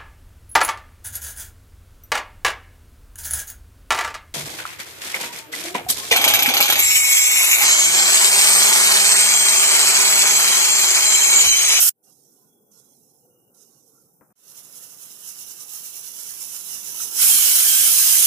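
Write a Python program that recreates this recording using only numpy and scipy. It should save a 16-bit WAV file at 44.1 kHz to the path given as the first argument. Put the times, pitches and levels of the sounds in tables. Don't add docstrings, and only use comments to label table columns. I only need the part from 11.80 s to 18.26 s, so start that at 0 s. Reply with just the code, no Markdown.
import sys
import numpy as np
from scipy import signal
from scipy.io import wavfile
from scipy.ndimage import uniform_filter1d

SR = 44100
rng = np.random.default_rng(int(sys.argv[2]) if len(sys.argv) > 2 else 0)


def transcribe(u):
    v = np.clip(np.atleast_2d(u).T, -1, 1)
    q = np.round(v * 32767).astype(np.int16)
    wavfile.write(sys.argv[1], SR, q)


N = 284886

# frequency_hz, left_db, right_db
BLAST_SPECTRUM = [(40, -42, -30.5), (150, -39, -26.5), (407, -33, -25), (910, -27, -24), (1444, -13, -19.5),
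                  (1890, -15, -16.5), (2600, -10.5, -11.5), (2730, -10, -11), (3020, -14.5, -4.5),
                  (3450, -23, -8), (4100, -16.5, -8.5), (4444, -19.5, -6.5), (5240, -12, -4.5),
                  (7100, -10, -2), (7950, -11, -1), (9250, -8.5, 0.5), (10600, -5, -1), (13600, -2.5, -2.5),
                  (15500, -8, -5)]
# frequency_hz, left_db, right_db
LEAK_SPECTRUM = [(720, -23, -21), (1410, -14.5, -22), (1750, -15, -16), (1980, -14.5, -14.5),
                 (2340, -13.5, -23), (2630, -19, -10.5), (2970, -17, -9), (3280, -34.5, -13),
                 (3540, -28, -11.5), (3870, -27, -10), (4840, -24, -12), (5240, -18, -3.5),
                 (7100, -16, -1.5), (8760, -15, -4), (10100, -14, 0), (11400, -11.5, -1), (12400, -8.5, -4),
                 (14100, -8.5, -3.5), (15500, -11.5, -15)]
# frequency_hz, left_db, right_db
SEEP_SPECTRUM = [(4700, -45, -22), (5200, -29, -3), (6000, -28, 0), (7000, -27, -3), (8500, -34, -4),
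                 (10800, -32, -2), (11700, -20, -3), (12500, -30, -3), (13700, -32, -7), (14200, -27, -14),
                 (15300, -32, -20)]
# frequency_hz, left_db, right_db
SURGE_SPECTRUM = [(1700, -11, -28), (2680, -13, -7.5), (3470, -29, -2), (4500, -28, 5), (5500, -22, -12),
                  (7500, -23, -16), (9000, -30, -9)]
# frequency_hz, left_db, right_db
FLAME_SPECTRUM = [(30, -38, -26), (70.4, -34, -22), (124, 1, 3), (507, 1, 1.5), (615, -10, -11),
                  (800, -4, -3), (937, -10.5, -16.5), (1150, -30, -34)]
# frequency_hz, left_db, right_db
HIGH_FLAME_SPECTRUM = [(30, -34, -40), (71.5, -22, -21), (131, 1.5, 1.5), (263, -2, -3), (487, -1.5, -0.5),
                       (575, -3.5, -5), (1030, -7, -10), (1430, -4.5, -6)]
# frequency_hz, left_db, right_db
UPPER_RUMBLE_SPECTRUM = [(900, -26, -30), (1025, -1, -12), (1280, -7.5, -27), (1406, 0.5, -16.5),
                         (1900, -38, -32.5), (2450, -28, -23.5), (4000, -56, -51)]
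# frequency_hz, width_hz, lift_db
VALVE_RESONANCES = [(5240, 90, 5.5), (6050, 95, 11), (11050, 250, 4), (13200, 200, -1.5), (15040, 120, 12)]
# frequency_hz, width_hz, lift_db
VENT_RESONANCES = [(3000, 310, 1), (3650, 100, -4.5), (3920, 130, 2.5), (4400, 120, -4), (6840, 99, 3),
                   (7210, 63, 1), (8190, 240, 2), (8880, 39, 4.5), (9100, 200, 0.5), (10300, 210, 3.5),
                   (11280, 71, 3), (14300, 270, 0), (14700, 170, 3)]
# frequency_hz, correlation
PORT_LIKENESS = [(900, .3), (1500, .7), (1750, .99), (2450, .99), (2800, .3), (3400, .1), (9000, .12),
                 (13000, .25)]
# frequency_hz, turn_rad
PHASE_TURN = [(1000, -.4), (1400, .7), (1700, 1.2), (2400, .45), (3000, 0)]
# time_s, level_db
HIGH_FLAME_LEVEL = [(2.556, -79), (2.66, -64.5), (2.8, -61), (3.9, -61), (4.8, -58.5), (5.35, -53),
                    (5.45, -52.5), (6.46, -62.5)]
# time_s, level_db
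UPPER_RUMBLE_LEVEL = [(.15, -104), (.28, -76), (.42, -86), (.64, -78.5), (.86, -89), (.93, -77),
                      (1.04, -74.5), (1.19, -94), (1.28, -84), (1.42, -87), (1.52, -81), (1.66, -84.5),
                      (1.82, -74), (1.96, -78.5), (2.06, -84), (2.16, -77), (2.36, -84.5)]
# time_s, level_db (right port)
WHISTLE_LEVEL = [(5.75, -31), (6.05, -43), (6.15, -25.5), (6.46, -27.5)]
# puff_s, puff_db, seated_s, seated_db
WEIGHT_ROCKS = [(2.711, -46, 2.741, -51), (2.783, -40, 2.824, -51), (2.85, -45, 2.89, -50),
                (2.974, -41, 3.014, -46), (3.036, -40, 3.082, -49), (3.122, -42, 3.169, -49),
                (3.232, -39.5, 3.283, -46), (3.315, -41, 3.377, -47), (3.49, -35, 3.555, -45),
                (3.608, -36.5, 3.656, -44), (3.713, -36, 3.757, -45), (3.816, -36.5, 3.86, -45),
                (3.947, -33, 4.017, -41), (4.062, -34.5, 4.124, -42), (4.165, -34, 4.209, -41),
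                (4.268, -35, 4.328, -41), (4.406, -34, 4.46, -39), (4.498, -34, 4.569, -40),
                (4.623, -32, 4.68, -38), (4.752, -32, 4.82, -38), (4.942, -31, 5.022, -39),
                (5.076, -31, 5.127, -37), (5.225, -26.5, 5.305, -36)]
# start_s, level_db, hold_s (until it dies away)
SEEP_SURGES = [(0.228, -60, 0.4), (.905, -59.5, 0.46), (1.736, -59, .47)]
# start_s, level_db
SPAT_DROPLETS = [(.2465, -50), (.282, -49), (.307, -47), (.922, -48), (.976, -40), (0.999, -36.5),
                 (1.79, -46), (1.8, -47), (1.831, -39), (2.079, -44), (2.136, -49)]
# start_s, level_db, pitch_hz
WEIGHT_CLINKS = [(5.203, -36.5, 1350), (5.396, -33.5, 1500)]
# start_s, end_s, pitch_hz, pitch_spread_hz, left_db, right_db
THIN_TONES = [(.55, .68, 3380, 30, -110, -85), (.68, .8, 3365, 10, -110, -75),
              (.8, .94, 3360, 10, -110, -80), (.95, 1.01, 3360, 15, -110, -76),
              (1.04, 1.14, 3360, 12, -110, -73), (1.42, 1.46, 2860, 20, -110, -77),
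              (1.51, 1.7, 2860, 10, -110, -74), (1.78, 1.9, 2870, 20, -110, -78),
              (1.95, 2.0, 2850, 15, -110, -74), (1.43, 1.58, 490, 12, -65, -65)]
# start_s, level_db
COUNTER_KNOCKS = [(2.411, -37), (2.505, -47.5)]
# pitch_hz, level_db, t60_s
COUNTER_MODES = [(206, -14, 0.12), (330, -31, .03), (515, -11, 0.062), (814, -4, 0.011), (1450, -9, 0.0093),
                 (2300, -26, .008)]

CUT_S, RETURN_S, RETURN_DB = 2.527, 2.56, -66
RETURN_KNEE_S, RETURN_KNEE_DB = 0.029, -63.5
FADE_IN_S, FADE_LENGTH_S, FADE_DEPTH_DB = 0.11, 0.17, 22.5

CUT_BLAST_DB, BLAST_CUT_S, TAIL_DROP_DB, TAIL_HOLD_S, TAIL_END_S = -14, .094, 22.5, .011, 0.13
FADE_IN_BLAST_S = .003
CUT_BLAST_BASS_HZ = 220
CUT_BLAST_THIN_HZ, CUT_BLAST_THIN_SHARE = (1800, 4600), .35
LIFT_S, OPEN_S, LIFT_DB, BLAST_DB, OVERSHOOT_DB, OVERSHOOT_S = 5.31, 0.11, -51, -15, 1.5, 0.15
WHISTLE_HZ, WHISTLE_WIDTH_HZ = 6220, 76

LAST_PUFF_S, LAST_PUFF_DB, LEAK_END_S, LEAK_END_DB = 5.39, -24, 5.46, -28
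CALM_HZ = 4900
TOP_SPLIT_HZ, TOP_THROB_SHARE = 8500, 0.71
BODY_THROB_SHARE, BODY_MEMORY_S = .55, .12
SPUTTER_PER_S, SPUTTER_S, SPUTTER_DB = 70, .0015, 1.7
CLINK_T60_S, CLINK_PAN_DB = 0.041, 2

SURGE_ATTACK_S, SPIT_S, SPIT_DB, SPIT_FALL_S = 0.011, 0.098, 3, 0.022
SAG_DB_PER_S, DIE_DB_PER_S, SEEP_REST_DB = 5, 33, -68
SURGE_DB, SURGE_POWER, SURGE_FULL_DB = -13, 3.1, -58
SEEP_SPLIT_HZ, SEEP_LOW_POWER = 8000, 1.9
DROPLET_HZ, DROPLET_T60_S = (5200, 13500), .004

BURNER_DB = -65
BLOW_TOP_HZ = 2600
RATTLE_T60_S, RATTLE_HZ = .2, (150, 1400)
THIN_HISS_HZ, THIN_HISS_WIDTH_HZ, THIN_HISS_DB = 14580, 200, -70.5
TONE_SWELL_DB = 5

PORT_LAG_S = .00018
TURN_DRIFT_RAD = .5
TOP_HZ = 15460


def blast():
    tail_db = CUT_BLAST_DB - TAIL_DROP_DB
    first = curve([(0, CUT_BLAST_DB), (BLAST_CUT_S, CUT_BLAST_DB), (BLAST_CUT_S + 0.0018, tail_db),
                   (BLAST_CUT_S + TAIL_HOLD_S, tail_db - 0.5), (TAIL_END_S, -87)])
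    first = first * np.minimum(np.arange(N) / SR / FADE_IN_BLAST_S, 1)
    open_s = LIFT_S + OPEN_S
    second = curve([(LIFT_S, LIFT_DB), (open_s, BLAST_DB + OVERSHOOT_DB),
                    (open_s + OVERSHOOT_S, BLAST_DB), (N / SR, BLAST_DB)])
    likeness = [(900, 0.075), (1700, 0.48), (2400, 0.51), (3000, 0.042), (9000, .1), (14000, 0.14)]
    jet = hiss(BLAST_SPECTRUM, likeness, VENT_RESONANCES,
               patchy_db=3.0, flutter_db=0.5, calm_share=0.8, streak_db=1.1)
    band = zero_phase(jet, 2, CUT_BLAST_THIN_HZ, "bandpass")
    thin_jet = zero_phase(jet - CUT_BLAST_THIN_SHARE * band, 2, CUT_BLAST_BASS_HZ, "highpass")
    whistle = narrow(WHISTLE_HZ, WHISTLE_WIDTH_HZ) * curve(WHISTLE_LEVEL) * undb([[-9], [0]])
    return thin_jet * first + jet * second + whistle


def leak():
    rows = [(RETURN_S, RETURN_DB), (RETURN_S + RETURN_KNEE_S, RETURN_KNEE_DB)]
    for puff_s, puff_db, seated_s, seated_db in WEIGHT_ROCKS:
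        rows += [(puff_s, puff_db), (seated_s, seated_db)]
    rows += [(LAST_PUFF_S, LAST_PUFF_DB), (LEAK_END_S, LEAK_END_DB)]
    flow = np.abs(uniform_filter1d(curve(rows), 600))
    mean_flow = np.abs(uniform_filter1d(flow, int(BODY_MEMORY_S * SR)))

    def throb(share):
        return flow ** share * mean_flow ** (1 - share)

    steam = hiss(LEAK_SPECTRUM, PORT_LIKENESS, VALVE_RESONANCES,
                 patchy_db=2.8, flutter_db=.6, calm_share=.55, streak_db=1.2)
    body = zero_phase(steam, 4, CALM_HZ)
    below_top = zero_phase(steam, 4, TOP_SPLIT_HZ)
    top = (steam - below_top) * throb(TOP_THROB_SHARE)
    lower_treble = (below_top - body) * flow

    size = int(SPUTTER_S * SR)
    drops = (rng.random(N) < SPUTTER_PER_S / SR) * rng.exponential(size=N)
    bursts = np.minimum(size * uniform_filter1d(drops, size), 3)
    sputter = undb(SPUTTER_DB * bursts)
    return sputter * (top + lower_treble) + body * throb(BODY_THROB_SHARE)


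def clinks():
    t, out = np.arange(SR // 10) / SR, np.zeros(N)
    for start_s, level_db, pitch_hz in WEIGHT_CLINKS:
        i = int(start_s * SR)
        out[i:i + len(t)] += undb(level_db) * np.sin(2 * np.pi * pitch_hz * t) * decay(t, CLINK_T60_S)
    return out * undb([[CLINK_PAN_DB], [-CLINK_PAN_DB]])


def seep():
    flow = faded_in(SEEP_REST_DB)
    for start_s, level_db, hold_s in SEEP_SURGES:
        spit_s, die_s = start_s + SPIT_S, start_s + hold_s
        end_s = min(die_s + .5, CUT_S)
        sagged_db = level_db - SAG_DB_PER_S * hold_s
        surge = curve([(start_s, SEEP_REST_DB), (start_s + SURGE_ATTACK_S, level_db),
                       (spit_s, level_db + SPIT_DB), (spit_s + SPIT_FALL_S, level_db),
                       (die_s, sagged_db), (end_s, sagged_db - DIE_DB_PER_S * (end_s - die_s))])
        flow = np.maximum(flow, surge)
    strength = flow / undb(SURGE_FULL_DB)
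    body_gain = undb(SURGE_DB) * flow * strength ** (SURGE_POWER - 1)
    resonances = [(hz, width_hz, lift_db / 2) for hz, width_hz, lift_db in VALVE_RESONANCES]
    steam = hiss(SEEP_SPECTRUM, PORT_LIKENESS, resonances, patchy_db=3, flutter_db=.8)
    lower = zero_phase(steam, 4, SEEP_SPLIT_HZ)
    treble = steam - lower + lower * strength ** (SEEP_LOW_POWER - 1)
    body = hiss(SURGE_SPECTRUM, PORT_LIKENESS, patchy_db=7, flutter_db=0.0)
    return treble * flow + body * body_gain


def droplets():
    t, out = np.arange(SR // 50) / SR, np.zeros(N)
    cracks = rng.standard_normal((len(SPAT_DROPLETS), len(t)))
    for (start_s, level_db), crack in zip(SPAT_DROPLETS, cracks):
        i = int(start_s * SR)
        out[i:i + len(t)] += undb(level_db) * crack * decay(t, DROPLET_T60_S)
    sos = signal.butter(6, DROPLET_HZ, "bandpass", fs=SR, output="sos")
    return signal.sosfilt(sos, out) * undb([[-18], [4]])


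def burner():
    no_path = dict(lag_s=0, turn=[(0, 0)])
    low = hiss(FLAME_SPECTRUM + [(4000, -90, -90)], [(150, 0.84), (600, .6), (1200, 0.018)],
               patchy_db=2.5, flutter_db=0.5, **no_path)
    upper = hiss(UPPER_RUMBLE_SPECTRUM, [(900, .2), (1200, .02)],
                 patchy_db=5.0, flutter_db=0.0, **no_path)
    high = hiss(HIGH_FLAME_SPECTRUM + [(3000, -53, -18.5)], [(150, 1.0), (600, 0.92), (1400, 0.19)],
                patchy_db=0.5, flutter_db=0.5, **no_path)
    upper_gain = curve(UPPER_RUMBLE_LEVEL + [(CUT_S, -76)])
    return low * faded_in(BURNER_DB) + upper * upper_gain + high * curve(HIGH_FLAME_LEVEL)


def knocks():
    t, out = np.arange(SR // 8) / SR, np.zeros(N + SR)
    ring = sum(undb(level_db) * np.sin(2 * np.pi * pitch_hz * t) * decay(t, t60_s)
               for pitch_hz, level_db, t60_s in COUNTER_MODES)
    dull = signal.butter(4, RATTLE_HZ, "bandpass", fs=SR, output="sos")
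    for start_s, level_db in COUNTER_KNOCKS:
        rattle = signal.sosfilt(dull, rng.standard_normal(len(t))) * decay(t, RATTLE_T60_S)
        i = int(start_s * SR)
        before_cut = t < CUT_S - start_s
        out[i:i + len(t)] += undb(level_db) * (ring + rattle) * before_cut
    out = signal.sosfilt(signal.butter(8, BLOW_TOP_HZ, fs=SR, output="sos"), out[:N])
    return out * undb([[-2], [-10]])


def faint_tones():
    high = narrow(THIN_HISS_HZ, THIN_HISS_WIDTH_HZ) * faded_in(THIN_HISS_DB)
    out = high * np.array([[2], [0]])
    for start_s, end_s, pitch_hz, spread_hz, left_db, right_db in THIN_TONES:
        pitch = pitch_hz + spread_hz * wander((N,), (400,))
        tone = np.sqrt(2) * np.sin(2 * np.pi * np.cumsum(pitch) / SR)
        tone = tone * undb(3.5 * wander((N,), (400,)))
        swell = curve([(start_s, -TONE_SWELL_DB), ((start_s + end_s) / 2, 0), (end_s, -TONE_SWELL_DB)],
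                      edge_s=0.12)
        out = out + tone * swell * undb([[left_db], [right_db]])
    return out


def hiss(spectrum, likeness, peaks=(), patchy_db=1.5, flutter_db=.7, lag_s=PORT_LAG_S,
         calm_share=1, streak_db=0, turn=PHASE_TURN):
    white = rng.standard_normal((2, N + 4096))
    hz, _, (own, right) = signal.stft(white, SR, nperseg=1024)
    log_hz, points = np.log(hz + 1), np.array(spectrum, float)
    like_hz, correlation = np.transpose(likeness)
    alike = np.clip(np.interp(log_hz, np.log(like_hz), correlation), -.99, .99)[:, None]
    drift = np.exp(1j * TURN_DRIFT_RAD * wander(own.shape, (6, 4)))
    phase = 2 * np.pi * hz * lag_s + np.interp(hz, *np.transpose(turn))
    shared = alike * right * np.exp(-1j * phase)[:, None] * drift
    pair = np.array([shared + np.sqrt(1 - alike ** 2) * own, right])

    db = np.array([np.interp(log_hz, np.log(points[:, 0]), points[:, k], -90, points[-1, k])
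                   for k in (1, 2)])
    db = db + sum(lift_db / (1 + ((hz - peak_hz) / (width_hz / 2)) ** 2)
                  for peak_hz, width_hz, lift_db in peaks)
    patches = wander(own.shape, (2, 4)) * np.where(hz > CALM_HZ, calm_share, 1)[:, None]
    streaks = wander(own.shape, (2, 30))
    gain = undb(db[:, :, None] + patchy_db * patches + streak_db * streaks)
    x = signal.istft(pair * gain, SR, nperseg=1024)[1][:, 2048:2048 + N]
    x = x * undb(flutter_db * wander((N,), (500,)))
    return x / x.mean(0).std()


def narrow(hz, width_hz):
    edges_hz = [hz - width_hz / 2, hz + width_hz / 2]
    sos = signal.butter(2, edges_hz, "bandpass", fs=SR, output="sos")
    x = signal.sosfilt(sos, rng.standard_normal(N))
    return x / x.std()


def wander(shape, span):
    x = rng.standard_normal(shape)
    for axis, cells in enumerate(span):
        x = uniform_filter1d(uniform_filter1d(x, cells, axis=axis), cells, axis=axis)
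    return x / x.std()


def zero_phase(x, order, hz, kind="lowpass"):
    return signal.sosfiltfilt(signal.butter(order, hz, kind, fs=SR, output="sos"), x)


def decay(t, t60_s):
    return 1000. ** (-t / t60_s)


def undb(db):
    return 10 ** (np.asarray(db) / 20)


def curve(rows, edge_s=.002):
    s, db = np.transpose(rows)
    times = [s[0] - edge_s, *s, s[-1] + edge_s]
    return undb(np.interp(np.arange(N) / SR, times, [-150, *db, -150]))


def faded_in(db):
    return curve([(FADE_IN_S, db - FADE_DEPTH_DB), (FADE_IN_S + FADE_LENGTH_S, db), (CUT_S, db)])


def scene():
    return blast() + leak() + clinks() + seep() + droplets() + burner() + knocks() + faint_tones()


def record(dry):
    own_noise = undb(-92.5) * rng.standard_normal(dry.shape)
    thin = signal.sosfilt(signal.butter(2, 70, "highpass", fs=SR, output="sos"), dry + own_noise)
    top_cut = signal.ellip(12, .3, 66, TOP_HZ, fs=SR, output="sos")
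    return np.clip(signal.sosfilt(top_cut, np.clip(thin, -.9, .9)), -1, 1)


dry = scene()
out = record(dry)
transcribe(out)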